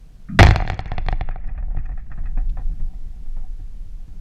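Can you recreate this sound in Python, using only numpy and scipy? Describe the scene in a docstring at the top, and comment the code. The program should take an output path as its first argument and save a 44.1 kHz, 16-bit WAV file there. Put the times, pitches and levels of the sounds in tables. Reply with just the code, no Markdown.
"""On an outdoor court, a ball bangs into a chain-link fence right beside a camera that hangs on it.
The wires scuff and hum as the mesh stretches, then noise bursts make the crash, which overloads the microphone.
The mesh slaps the camera's housing in ever rarer knocks: short taps sent through the housing's filter.
Links jingle as random clinks and slip in runs of ticks, while filtered noise gives the panel's deep sway.
A racket meets a ball further off, a short burst of noise, and a soft hiss of air lies under it all."""
import sys
import numpy as np
from scipy import signal
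from scipy.fft import rfft, irfft, next_fast_len
from scipy.io import wavfile
from scipy.ndimage import map_coordinates

SR = 44100
rng = np.random.default_rng(int(sys.argv[2]) if len(sys.argv) > 2 else 0)


def transcribe(signal):
    """Save signal, clipped to [-1, 1], as a 16-bit WAV file at the path in sys.argv[1]."""
    frames = np.atleast_2d(signal).T
    limited = np.clip(frames, -1, 1)
    pcm = np.round(limited * 32767).astype(np.int16)
    wavfile.write(sys.argv[1], SR, pcm)


N = 185352  # length in samples
CRASH_S = .39  # when the ball lands
TOP_HZ = 15850  # no sound above this

# the mesh slaps the housing: start_s, level_db, treble_db, cavity_ring_db, thud_db
KNOCKS = [(0.3908, -20, -1, 4, -26), (0.3968, -13, -10, 1, -20), (0.4072, -7.5, -0.5, 3.5, -14.5),
          (0.4184, -18, -6.5, 1, -14.5), (0.4298, -6, 3, -4, -28), (0.4385, -13, -3, -1, -32),
          (0.4495, -19, -7, -1, -17), (0.469, -14.5, -9, 0, -25), (0.479, -29, -16, -3, -29),
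          (0.4878, -20.5, -3.5, 0, -19), (0.5091, -17, -8, 1, -21), (0.5601, -18.5, -7.5, -1.5, -25.5),
          (0.6023, -24.5, -24.5, 3, -35.5), (0.6223, -25.5, -25.5, 2, -31),
          (0.6506, -33, -22.5, -3.5, -35.5), (0.6763, -27.5, -15.5, -3, -38), (0.7001, -21, -7, 0.5, -31),
          (0.72, -35, -12.5, -2.5, -36.5), (0.732, -34, -21.5, 1, -33), (0.7921, -25, -15, 0, -33),
          (0.858, -38.5, -12, -2.5, -38.5), (0.9178, -26, -16.5, 5, -32), (0.9812, -25, -19, -1.5, -31),
          (1.064, -41, -5, -4.5, -37.5), (1.0855, -21, -17.5, 1, -32), (1.1266, -24.5, -20.5, 3, -31),
          (1.2104, -26, -21.5, 2, -33.5), (1.2888, -32, -26, 1.5, -40.5), (1.3594, -34.5, -28.5, 0.5, -44),
          (1.683, -49.5, -44, 0.5, -50.5), (1.7475, -42.5, -43, -0.5, -43),
          (1.7714, -39.5, -30.5, -3, -35.5)]
# links slip and settle, levels before the trims in slips(): start_s, housing_db, wire_db, thud_db
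SLIPS = [(1.309, -42.5, -46, -47.5), (1.44, -47.5, -56.5, -50), (1.475, -47, -54.5, -42.5),
         (1.487, -37, -49, -39), (1.547, -42.5, -59.5, -50), (1.576, -35.5, -47, -38.5),
         (1.625, -41, -58, -46.5), (1.701, -39, -64.5, -38), (1.764, -51, -48, -31),
         (1.782, -53, -50, -37.5), (1.855, -51.5, -50, -50), (1.891, -35, -55.5, -39),
         (1.916, -45, -54.5, -48.5), (1.975, -43, -50, -52.5), (1.991, -57, -53, -57.5),
         (2.101, -43, -58.5, -42.5), (2.115, -36, -45, -40), (2.175, -33, -54.5, -32),
         (2.235, -47, -60, -42), (2.256, -40.5, -45.5, -48), (2.373, -29.5, -48, -31),
         (2.402, -42, -58, -37), (2.5704, -30, -50.5, -33.5), (2.591, -37.5, -59, -39.5),
         (2.679, -47, -68, -43.5), (2.715, -48.5, -66.5, -39), (2.797, -43, -62.5, -33.5),
         (2.933, -51, -69, -45), (3.258, -54, -69, -45), (3.364, -39.5, -64.5, -38),
         (3.595, -52, -66.5, -40), (4.079, -51.5, -72.5, -42.5)]
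# the loudest plucks of single wires, before the trim in pings(): start_s, level_db
PINGS = [(0.4626, -24), (0.495, -41), (0.514, -34.5), (0.529, -52), (0.538, -48), (0.611, -53),
         (0.641, -52), (0.664, -50), (0.684, -42), (0.7427, -42.5), (0.776, -51), (0.805, -45.5),
         (0.879, -55.5), (0.9384, -56), (1.1036, -55), (1.118, -45.5), (1.3128, -63.5), (1.476, -60),
         (1.857, -62)]
# ways the camera's mount rocks: pitch_hz, level_db, t60_s (time to fall by 60 dB)
MOUNT_MODES = [(57.3, 13, 0.13), (97.4, 13.5, 0.098), (140, 7.5, 0.06), (301.4, -4, 0.099),
               (530, -5.5, 0.02)]
# the zing of short wire spans: pitch_hz, width_hz, level_db
ZING = [(3450, 260, -2), (4390, 300, 1), (5150, 180, -10.5), (5310, 410, -11), (6360, 140, -10),
        (6600, 320, -13)]
# how strongly the housing passes each pitch: pitch_hz, gain_db
HOUSING_GAIN = [(60, -21), (200, -23), (350, 0.5), (520, 4.5), (650, 4.5), (950, 1), (1130, 0), (1320, 1.5),
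                (1520, 1), (1870, 5), (2700, -1), (4200, -2.5), (5500, -15.5), (7200, -23.5), (9000, -31),
                (12500, -36), (15000, -42.5)]
# the air space inside the housing: pitch_hz, width_hz, gain_db
CAVITY = (748, 74, 15)
# pitches that the housing cancels: pitch_hz, width_hz
NULLS = [(2530, 20), (3060, 180), (3830, 170), (4570, 170), (5350, 63), (6520, 160)]
# wires that scuff on each other as the mesh stretches: pitch_hz, width_hz, level_db
SCUFF = [(670, 30, -2), (1244, 81, 1), (1390, 30, -3), (1630, 35, 0), (1900, 90, -12.5), (2420, 70, -13)]
# tone of the panel's swing: pitch_hz, relative_level_db
DEEP = [(10, -2.5), (20, 2), (32, -5), (45, -12), (62, -19.5), (90, -22.5), (160, -45), (300, -85)]
# tone of the droning wires: pitch_hz, relative_level_db
DRONE = [(50, -22), (90, -4.5), (140, 0), (190, -4), (240, -15), (290, -16), (380, -29), (700, -52),
         (1500, -80)]
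# tone of the air's hiss: pitch_hz, relative_level_db
HISS = [(100, 6), (400, 10), (1000, 0.5), (2500, -3), (6000, -6.5), (9000, -11), (14000, -15),
        (16000, -24.5)]
# how long the wires ring on after a knock: pitch_hz, t60_s
WIRE_TAIL = [(200, 0.24), (800, 0.48), (2200, 1), (4000, 0.62), (12000, 0.099)]
# jingle set off by the crash, a quick part and a lingering one: level_db, fall_db_per_s
CHATTER_FADE = [(-34, 59.5), (-42, 17.5)]
# drone set off by the crash, a quick part and a lingering one: level_db, fall_db_per_s
DRONE_FADE = [(-28.5, 67), (-42.5, 33)]
# what a slipping link rings with: pitch_hz, width_hz, level_db
WIRES = [(1278, 188, 0.5), (1663, 89, 1.5), (1856, 196, 4), (2470, 230, -6), (3384, 160, -22)]
# low modes that the whole panel booms with: pitch_hz, level_db, t60_s
PANEL_MODES = [(46.5, -9.5, 0.54), (98.5, -12, 0.45), (188.6, -16, 0.35)]
# how far the panel swings: time_s, level_db
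SWING = [(0, -39.5), (.27, -39), (.38, -34), (.41, -12), (.5, -21.5), (.55, -37), (.6, -19.5), (.75, -32),
         (.95, -22.5), (1.08, -20), (1.3, -24), (1.7, -21), (2.05, -25), (2.22, -19), (2.68, -19),
         (2.76, -26.5), (2.84, -17), (2.9, -25), (3.15, -28.5), (3.43, -23.5), (3.55, -29.5), (4.2, -31)]
# what a slip shakes in the mount and the housing: pitch_hz, width_hz, level_db
THUD = [(86.2, 17.4, 4.5), (138.3, 26.4, 1), (196, 44, -17.5), (273, 36.8, -12.5), (747, 20, -16.5)]
# the hum of the stretching mesh: pitch_hz, width_hz, level_db
GROAN = [(118, 35, 0), (162, 40, 0), (208, 40, -3), (265, 25, -13)]
# bright jingle of the short spans, quick and lingering: level_db, fall_db_per_s
ZING_FADE = [(-44, 66), (-64.5, 25)]
# one span of wire sounds under the ball: start_s, pitch_hz, level_db, t60_s
TWANG = (0.4008, 2800, -9, 0.016)


def amp(db):
    """Turn decibels into a gain."""
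    return 10 ** (np.asarray(db) / 20)


def unit(x):
    """Scale x to an rms of 1."""
    return x / np.sqrt(np.mean(x ** 2) + 1e-20)


def seconds(fraction):
    """Sample times of a sound that lasts 1/fraction of a second."""
    return np.arange(SR // fraction) / SR


def along(points, hz):
    """Read a curve of (pitch, value) points, spaced by the logarithm of pitch as we hear it."""
    pitch, value = np.transpose(points)
    return np.interp(np.log(hz + 1), np.log(pitch + 1), value)


def add(track, start_s, x):
    """Mix x into the track at a given time."""
    i = round(start_s * SR)
    track[i:i + len(x)] += x[:N - i]


def coloured(x, gain, size=16384):
    """Filter x to this gain at each pitch; the filter never sounds ahead of its input."""
    cepstrum = irfft(np.log(np.maximum(gain(np.fft.rfftfreq(size, 1 / SR)), 1e-6)))
    # folding the cepstrum puts the filter's energy as early as possible
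    cepstrum[1:size // 2] *= 2
    cepstrum[size // 2 + 1:] = 0
    response = irfft(np.exp(rfft(cepstrum)))
    return signal.fftconvolve(x, response)[:len(x)]


def noise(gain, count=N):
    """Coloured noise at rms 1; the filter's first quarter second is thrown away."""
    return unit(coloured(rng.standard_normal(count + SR // 4), gain)[SR // 4:])


def band(x, lo_hz, hi_hz):
    """Keep the part of x between two pitches."""
    edges = [lo_hz, min(hi_hz, SR / 2 - 1)]
    return signal.sosfilt(signal.butter(3, edges, "band", fs=SR, output="sos"), x)


def resonances(table, hz):
    """Gain of several resonances added up: each peaks at its pitch and falls away on both sides."""
    return sum(amp(db) / (1 + (2 * (hz - pitch) / width) ** 2) for pitch, width, db in table)


def wobble(rate):
    """A smooth random curve with this many random points a second."""
    points = rng.standard_normal(int(N * rate / SR) + 4)
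    return map_coordinates(points, [np.arange(N) * rate / SR])


def ticks(rate, spread_db, count=N):
    """Random contacts of uneven strength, about this many a second."""
    sizes = amp(spread_db * np.minimum(rng.exponential(size=count), 3))
    return (rng.random(count) < rate / SR) * rng.choice([-1, 1], count) * sizes


def since_crash():
    """Seconds since the crash, and a gate that opens over 10 ms from then on."""
    t = np.arange(N) / SR - CRASH_S
    return np.maximum(t, 0), np.clip(t / .01, 0, 1)


def fading(parts):
    """Gain that jumps up at the crash and dies away, each part at its own speed."""
    age, struck = since_crash()
    return struck * sum(amp(db - db_per_s * age) for db, db_per_s in parts)


def stirred(events, t60, attack):
    """Gain that swells up at each (start, level, ...) event and dies away after it."""
    kicks = np.zeros(N)
    for start_s, db, *_ in events:
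        kicks[round(start_s * SR)] += amp(db)
    keep = np.exp(-1 / (attack * SR))
    swell = signal.lfilter([1 - keep], [1, -keep], kicks)
    return signal.lfilter([1], [1, -amp(-60 / (t60 * SR))], swell)


def reach():
    """How far the panel swings: barely at rest, widely after the crash, then unevenly less."""
    time_s, level_db = np.transpose(SWING)
    return amp(np.interp(np.arange(N) / SR, time_s, level_db))


def cavity(hz):
    """Air shut inside the housing resonates around one pitch."""
    centre, width, db = CAVITY
    return amp(db) * hz * width / np.hypot(centre ** 2 - hz ** 2, hz * width)


def housing(hz, cavity_db=0):
    """Gain from the fence to the microphone: the shell passes, the cavity boosts, nulls cancel."""
    nulls = np.prod([np.hypot(hz - pitch, width / 8) / np.hypot(hz - pitch, width)
                     for pitch, width in NULLS], axis=0)
    return amp(along(HOUSING_GAIN, hz)) * np.hypot(1, amp(cavity_db) * cavity(hz)) * nulls


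def air(db=-62.5, back_s=2.235, return_db_per_s=12.0):
    """A soft hiss of noise that sinks away at the crash and creeps back at a steady rate."""
    age, struck = since_crash()
    dip_db = struck * return_db_per_s * np.maximum(back_s - age, 0)
    return amp(db - dip_db) * noise(lambda hz: amp(along(HISS, hz)))


def sway(drone_rest_db=-55.0, drone_db=-35.5, hum_rest_db=-86.5, hum_db=-45, jolt_db=8, jolt_t60=0.49,
         swell_db=6.0, hum_width_hz=26, line_db=-2):
    """The swinging panel rumbles, keeps the cavity humming and, jolted by slips, the wires droning."""
    swing = signal.hilbert(noise(lambda hz: amp(along(DEEP, hz))))
    # even out the size from swing to swing
    swing = unit(band(swing.real / np.hypot(np.abs(swing), 1), 10, 83))
    jolts = amp(jolt_db) * stirred(SLIPS, jolt_t60, attack=0.011)
    motion = (reach() + jolts) * amp(swell_db * wobble(14))
    drone_gain = amp(drone_rest_db) + fading(DRONE_FADE) + amp(drone_db) * motion
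    drone = drone_gain * noise(lambda hz: amp(along(DRONE, hz)))
    hum_gain = (amp(hum_rest_db) + amp(hum_db) * reach()) * unit(amp(5 * wobble(18)))
    hollow = noise(lambda hz: cavity(hz) / np.hypot(1, (hz / 1300) ** 2))
    line = noise(lambda hz: resonances([(CAVITY[0], hum_width_hz, 0)], hz))
    hum = hum_gain * unit(hollow + amp(line_db) * line)
    return reach() * swing + drone + hum


def stretch(start_s=.285, hum_db=-25.0, hum_t60=1.6, hum_attack=0.0059, release_t60=.15,
            scuff_db=-49, scuff_t60=0.33, rub_db=-48, rub_t60=0.12):
    """The ball presses the slack mesh taut: wires scuff and hum roughly; the hum dies faster after the crash."""
    out, t = np.zeros(N), seconds(3)
    groan = signal.hilbert(noise(lambda hz: resonances(GROAN, hz), count=len(t)))
    groan = unit(band(groan.real / np.hypot(np.abs(groan), 2), 70, 290))  # its peaks are rounded off
    release_db = 60 * np.maximum(start_s + t - CRASH_S, 0) / release_t60
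    hum = groan * amp(hum_db - 60 * t / hum_t60 - release_db) * (1 - np.exp(-t / hum_attack)) ** 2
    scuff = noise(lambda hz: resonances(SCUFF, hz), count=len(t)) * amp(scuff_db - 60 * t / scuff_t60)
    rub = unit(band(rng.standard_normal(len(t)), 1400, 2140)) * amp(rub_db - 60 * t / rub_t60)
    add(out, start_s, hum + (scuff + rub) * (1 - np.exp(-t / .002)))
    return out


def crash(level_db=-7.0, bright_db=-13.5, boom_db=-0.48, boom_t60=0.2):
    """The ball lands: links around it clash in a dense burst of contacts, and the panel booms."""
    out, t = np.zeros(N), seconds(2)

    def clash():
        return ticks(5000, 3, count=len(t))

    def body_gain(hz):
        return housing(hz) / np.hypot(1, cavity(hz)) / np.hypot(1, (hz / 7000) ** 2)

    body = unit(coloured(clash(), body_gain))
    edge = unit(coloured(clash(), lambda hz: housing(hz) * np.minimum(hz / 7000, 1) ** 2))
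    burst = body * amp(-60 * t / .11) + edge * amp(bright_db - 60 * t / .05)
    boom = unit(band(clash(), 86, 340)) * amp(boom_db - 60 * t / boom_t60) * (1 - np.exp(-t / 0.002))
    add(out, CRASH_S, amp(level_db) * (burst + boom))
    return out


def panel(attack=0.0038):
    """The struck panel rings briefly in its lowest modes, each a fading sine."""
    out, t = np.zeros(N), seconds(2)
    ring = sum(amp(db - 60 * t / t60) * np.sin(2 * np.pi * (hz * t + rng.random()))
               for hz, db, t60 in PANEL_MODES)
    add(out, CRASH_S, ring * (1 - np.exp(-t / attack)))
    return out


def clinks(rate, spread_db, t60, lo_hz, hi_hz):
    """Random contacts of uneven strength; each rings a link at two pitches for around t60 seconds."""
    out, t = np.zeros(N), seconds(24)
    for when, size, life, *pitches in rng.random((int(rate * N / SR), 5)):
        ring = sum(np.sin(2 * np.pi * (lo_hz + p * (hi_hz - lo_hz)) * t) for p in pitches)
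        size_db = spread_db * min(-np.log(1 - size), 3)  # mostly small, a few big
        add(out, when * (N - 1) / SR, amp(size_db - 60 * t / (t60 * (.5 + life))) * ring)
    return out


def chatter(link_t60=0.032, wire_hz=2750, swing_db=-55, stir_db=-22, stir_t60=0.17,
            stir_by_treble=0.82, zing_stir_db=-13, zing_t60=.014, zing_ring_db=-2):
    """Links jingle in flurries, stirred by crash, slaps and swing; the bright zing dies out first."""
    # loud, bright slaps stir the most
    slap_force = [(start_s, db + stir_by_treble * treble_db) for start_s, db, treble_db, *_ in KNOCKS]
    stir = amp(stir_db) * stirred(slap_force, stir_t60, attack=0.0024)

    def flurry():
        return unit(amp(3.8 * wobble(40)))

    def dull_gain(hz):
        return housing(hz) / np.hypot(1, cavity(hz) / 2) / np.hypot(1, (hz / wire_hz) ** 7)

    def zing_gain(hz):
        return housing(hz) * hz / wire_hz + amp(zing_ring_db) * resonances(ZING, hz)

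    long_spans = clinks(800, 4, link_t60, 250, 3300) * flurry()
    short_spans = clinks(450, 4, zing_t60, 3100, 7600) * flurry()
    dull = unit(coloured(long_spans, dull_gain))
    zing = unit(coloured(short_spans, zing_gain))
    dull_level = fading(CHATTER_FADE) + stir + amp(swing_db) * reach()
    zing_level = fading(ZING_FADE) + amp(zing_stir_db) * stir
    return dull_level * dull + zing_level * zing


def dispersed(x):
    """Stiff wire carries treble faster than bass, which spreads a tap over a fraction of a millisecond."""
    allpass = [1, -1.5, .6]
    return signal.lfilter(allpass[::-1], allpass, x)


def knocks(base_hz=3700, treble_per_octave_db=7.0, graze_db=-18.52, graze_t60=.013):
    """Each slap taps the housing, as bright or dull as its treble level says; the wire grazes on briefly."""
    out, t = np.zeros(N), seconds(4)
    for start_s, db, treble_db, cavity_db, _ in KNOCKS:
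        corner_hz = base_hz * 2 ** ((treble_db + 18.5) / treble_per_octave_db)
        graze = band(rng.standard_normal(len(t)), 950, 16000)
        force = (t == 0) + amp(graze_db - 60 * t / graze_t60) * graze
        tap = coloured(dispersed(force),
                       lambda hz: housing(hz, cavity_db) / np.sqrt(1 + (hz / corner_hz) ** 4))
        tap /= np.std(band(tap, 500, 2500)[:SR // 170])  # same mid-range strength for every tap
        add(out, start_s, amp(db) * tap)
    return out


def ringing(x):
    """Every knock runs along the wires and comes back as a diffuse tail of fading noise."""
    hz, t, spectrum = signal.stft(rng.standard_normal(SR), SR, nperseg=256)
    fade = amp(-60 * t / along(WIRE_TAIL, hz)[:, None])
    tail = signal.istft(spectrum * fade, SR, nperseg=256)[1]
    return signal.fftconvolve(x, tail / np.linalg.norm(tail))[:N]


def thuds(attack=.0015):
    """Every slap also rocks the mount: short, dry sines whose pitches shift a little each time."""
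    out, t = np.zeros(N), seconds(4)
    for start_s, *_, db in KNOCKS:
        rock = sum(amp(level - 60 * t / t60) * np.sin(2 * np.pi * hz * np.exp(0.089 * rng.normal()) * t)
                   for hz, level, t60 in MOUNT_MODES)
        add(out, start_s, amp(db) * (1 - np.exp(-t / attack)) * rock)
    return out


def twang():
    """Under the ball one span of wire gives a short, clear note, a fading sine."""
    out, t = np.zeros(N), seconds(16)
    start_s, hz, db, t60 = TWANG
    add(out, start_s, amp(db - 60 * t / t60) * (1 - np.exp(-t / .001)) * np.sin(2 * np.pi * hz * t))
    return out


def pings(trim_db=-0.5, t60=0.023, attack=0.00037):
    """A short span of wire is plucked with a tick, and rings with a new mix of pitches each time."""
    out, t = np.zeros(N), seconds(8)
    for start_s, db in PINGS:
        ring = sum(amp(level + 4.4 * rng.normal())
                   * np.sin(2 * np.pi * (hz + width * rng.normal() / 2) * t) for hz, width, level in ZING)
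        ring = amp(-60 * t / t60) * (1 - np.exp(-t / attack)) * unit(ring)
        tick = unit(band(rng.standard_normal(len(t)), 3500, 7500)) * amp(-60 * t / .007)
        add(out, start_s, amp(db + trim_db) * (ring + tick))
    return out


def slips(attack=0.0012, t60=0.075, tail_db=-14, tail_t60=0.24, body_trim_db=-8.5, wire_trim_db=2.5,
          thud_trim_db=3.0, thud_t60=0.14, shake_hz=1300, zing_db=-22.0, catch_db=6,
          dull_db=20, dull_attack=.003):
    """A link lets go with a clack, or softly if the wire barely rings; ragged ticks shake and ring it."""
    out, t = np.zeros(N), seconds(4)

    def run(gain):
        """A run of ticks through a filter, taken once the filter is sounding."""
        return unit(coloured(ticks(1400, 2, count=2 * len(t)), gain)[len(t):])

    for start_s, body_db, wire_db, low_db in SLIPS:
        softness = np.clip((body_db - wire_db - dull_db) / 6, 0, 1)
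        rise = 1 - np.exp(-t / (attack + softness * dull_attack))
        # softer slips rise and fall more slowly
        envelope = rise * (amp(-60 * t / (t60 * (1 + softness))) + amp(tail_db - 60 * t / tail_t60))
        scrape = run(lambda hz: housing(hz, cavity_db=-4.5))
        catch = band(coloured(1. * (t == 0), housing), 253, 2100)  # the single clack at the start
        shake = unit(band(scrape, 253, shake_hz)) + amp(catch_db) * catch / np.abs(catch).max()
        zing = amp(zing_db) * envelope * unit(band(scrape, 2880, 7250))
        ring = run(lambda hz: resonances(WIRES, hz)) + zing
        thud = run(lambda hz: resonances(THUD, hz)) * rise * amp(low_db + thud_trim_db - 60 * t / thud_t60)
        link = amp(body_db + body_trim_db) * shake + amp(wire_db + wire_trim_db) * ring
        add(out, start_s, envelope * link + thud)
    return out


def racket():
    """A faint, thin smack of strings from the court: a short burst of band-limited noise."""
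    out, t = np.zeros(N), seconds(8)
    envelope = amp(-49 - 60 * t / .05) * (1 - np.exp(-t / .003))
    add(out, 2.492, envelope * unit(band(rng.standard_normal(len(t)), 1900, 4600)))
    return out


def scene(ring_db=-22):
    """The fence is heard through the camera's own body, the court through the air."""
    slaps = knocks()
    fence = sway() + stretch() + crash() + panel() + chatter()
    fence += slaps + amp(ring_db) * ringing(slaps) + thuds()
    fence += twang() + pings() + slips()
    return (air() + fence + racket())[None]


def record(dry):
    """The overloaded microphone flattens peaks just under full scale; pitches above TOP_HZ are cut."""
    clipped = dry / (1 + np.abs(dry / .96) ** 8) ** (1 / 8)
    size = next_fast_len(N + SR // 2)
    return irfft(rfft(clipped, size) * (np.fft.rfftfreq(size, 1 / SR) < TOP_HZ), size)[..., :N]


dry = scene()
out = record(dry)
transcribe(out)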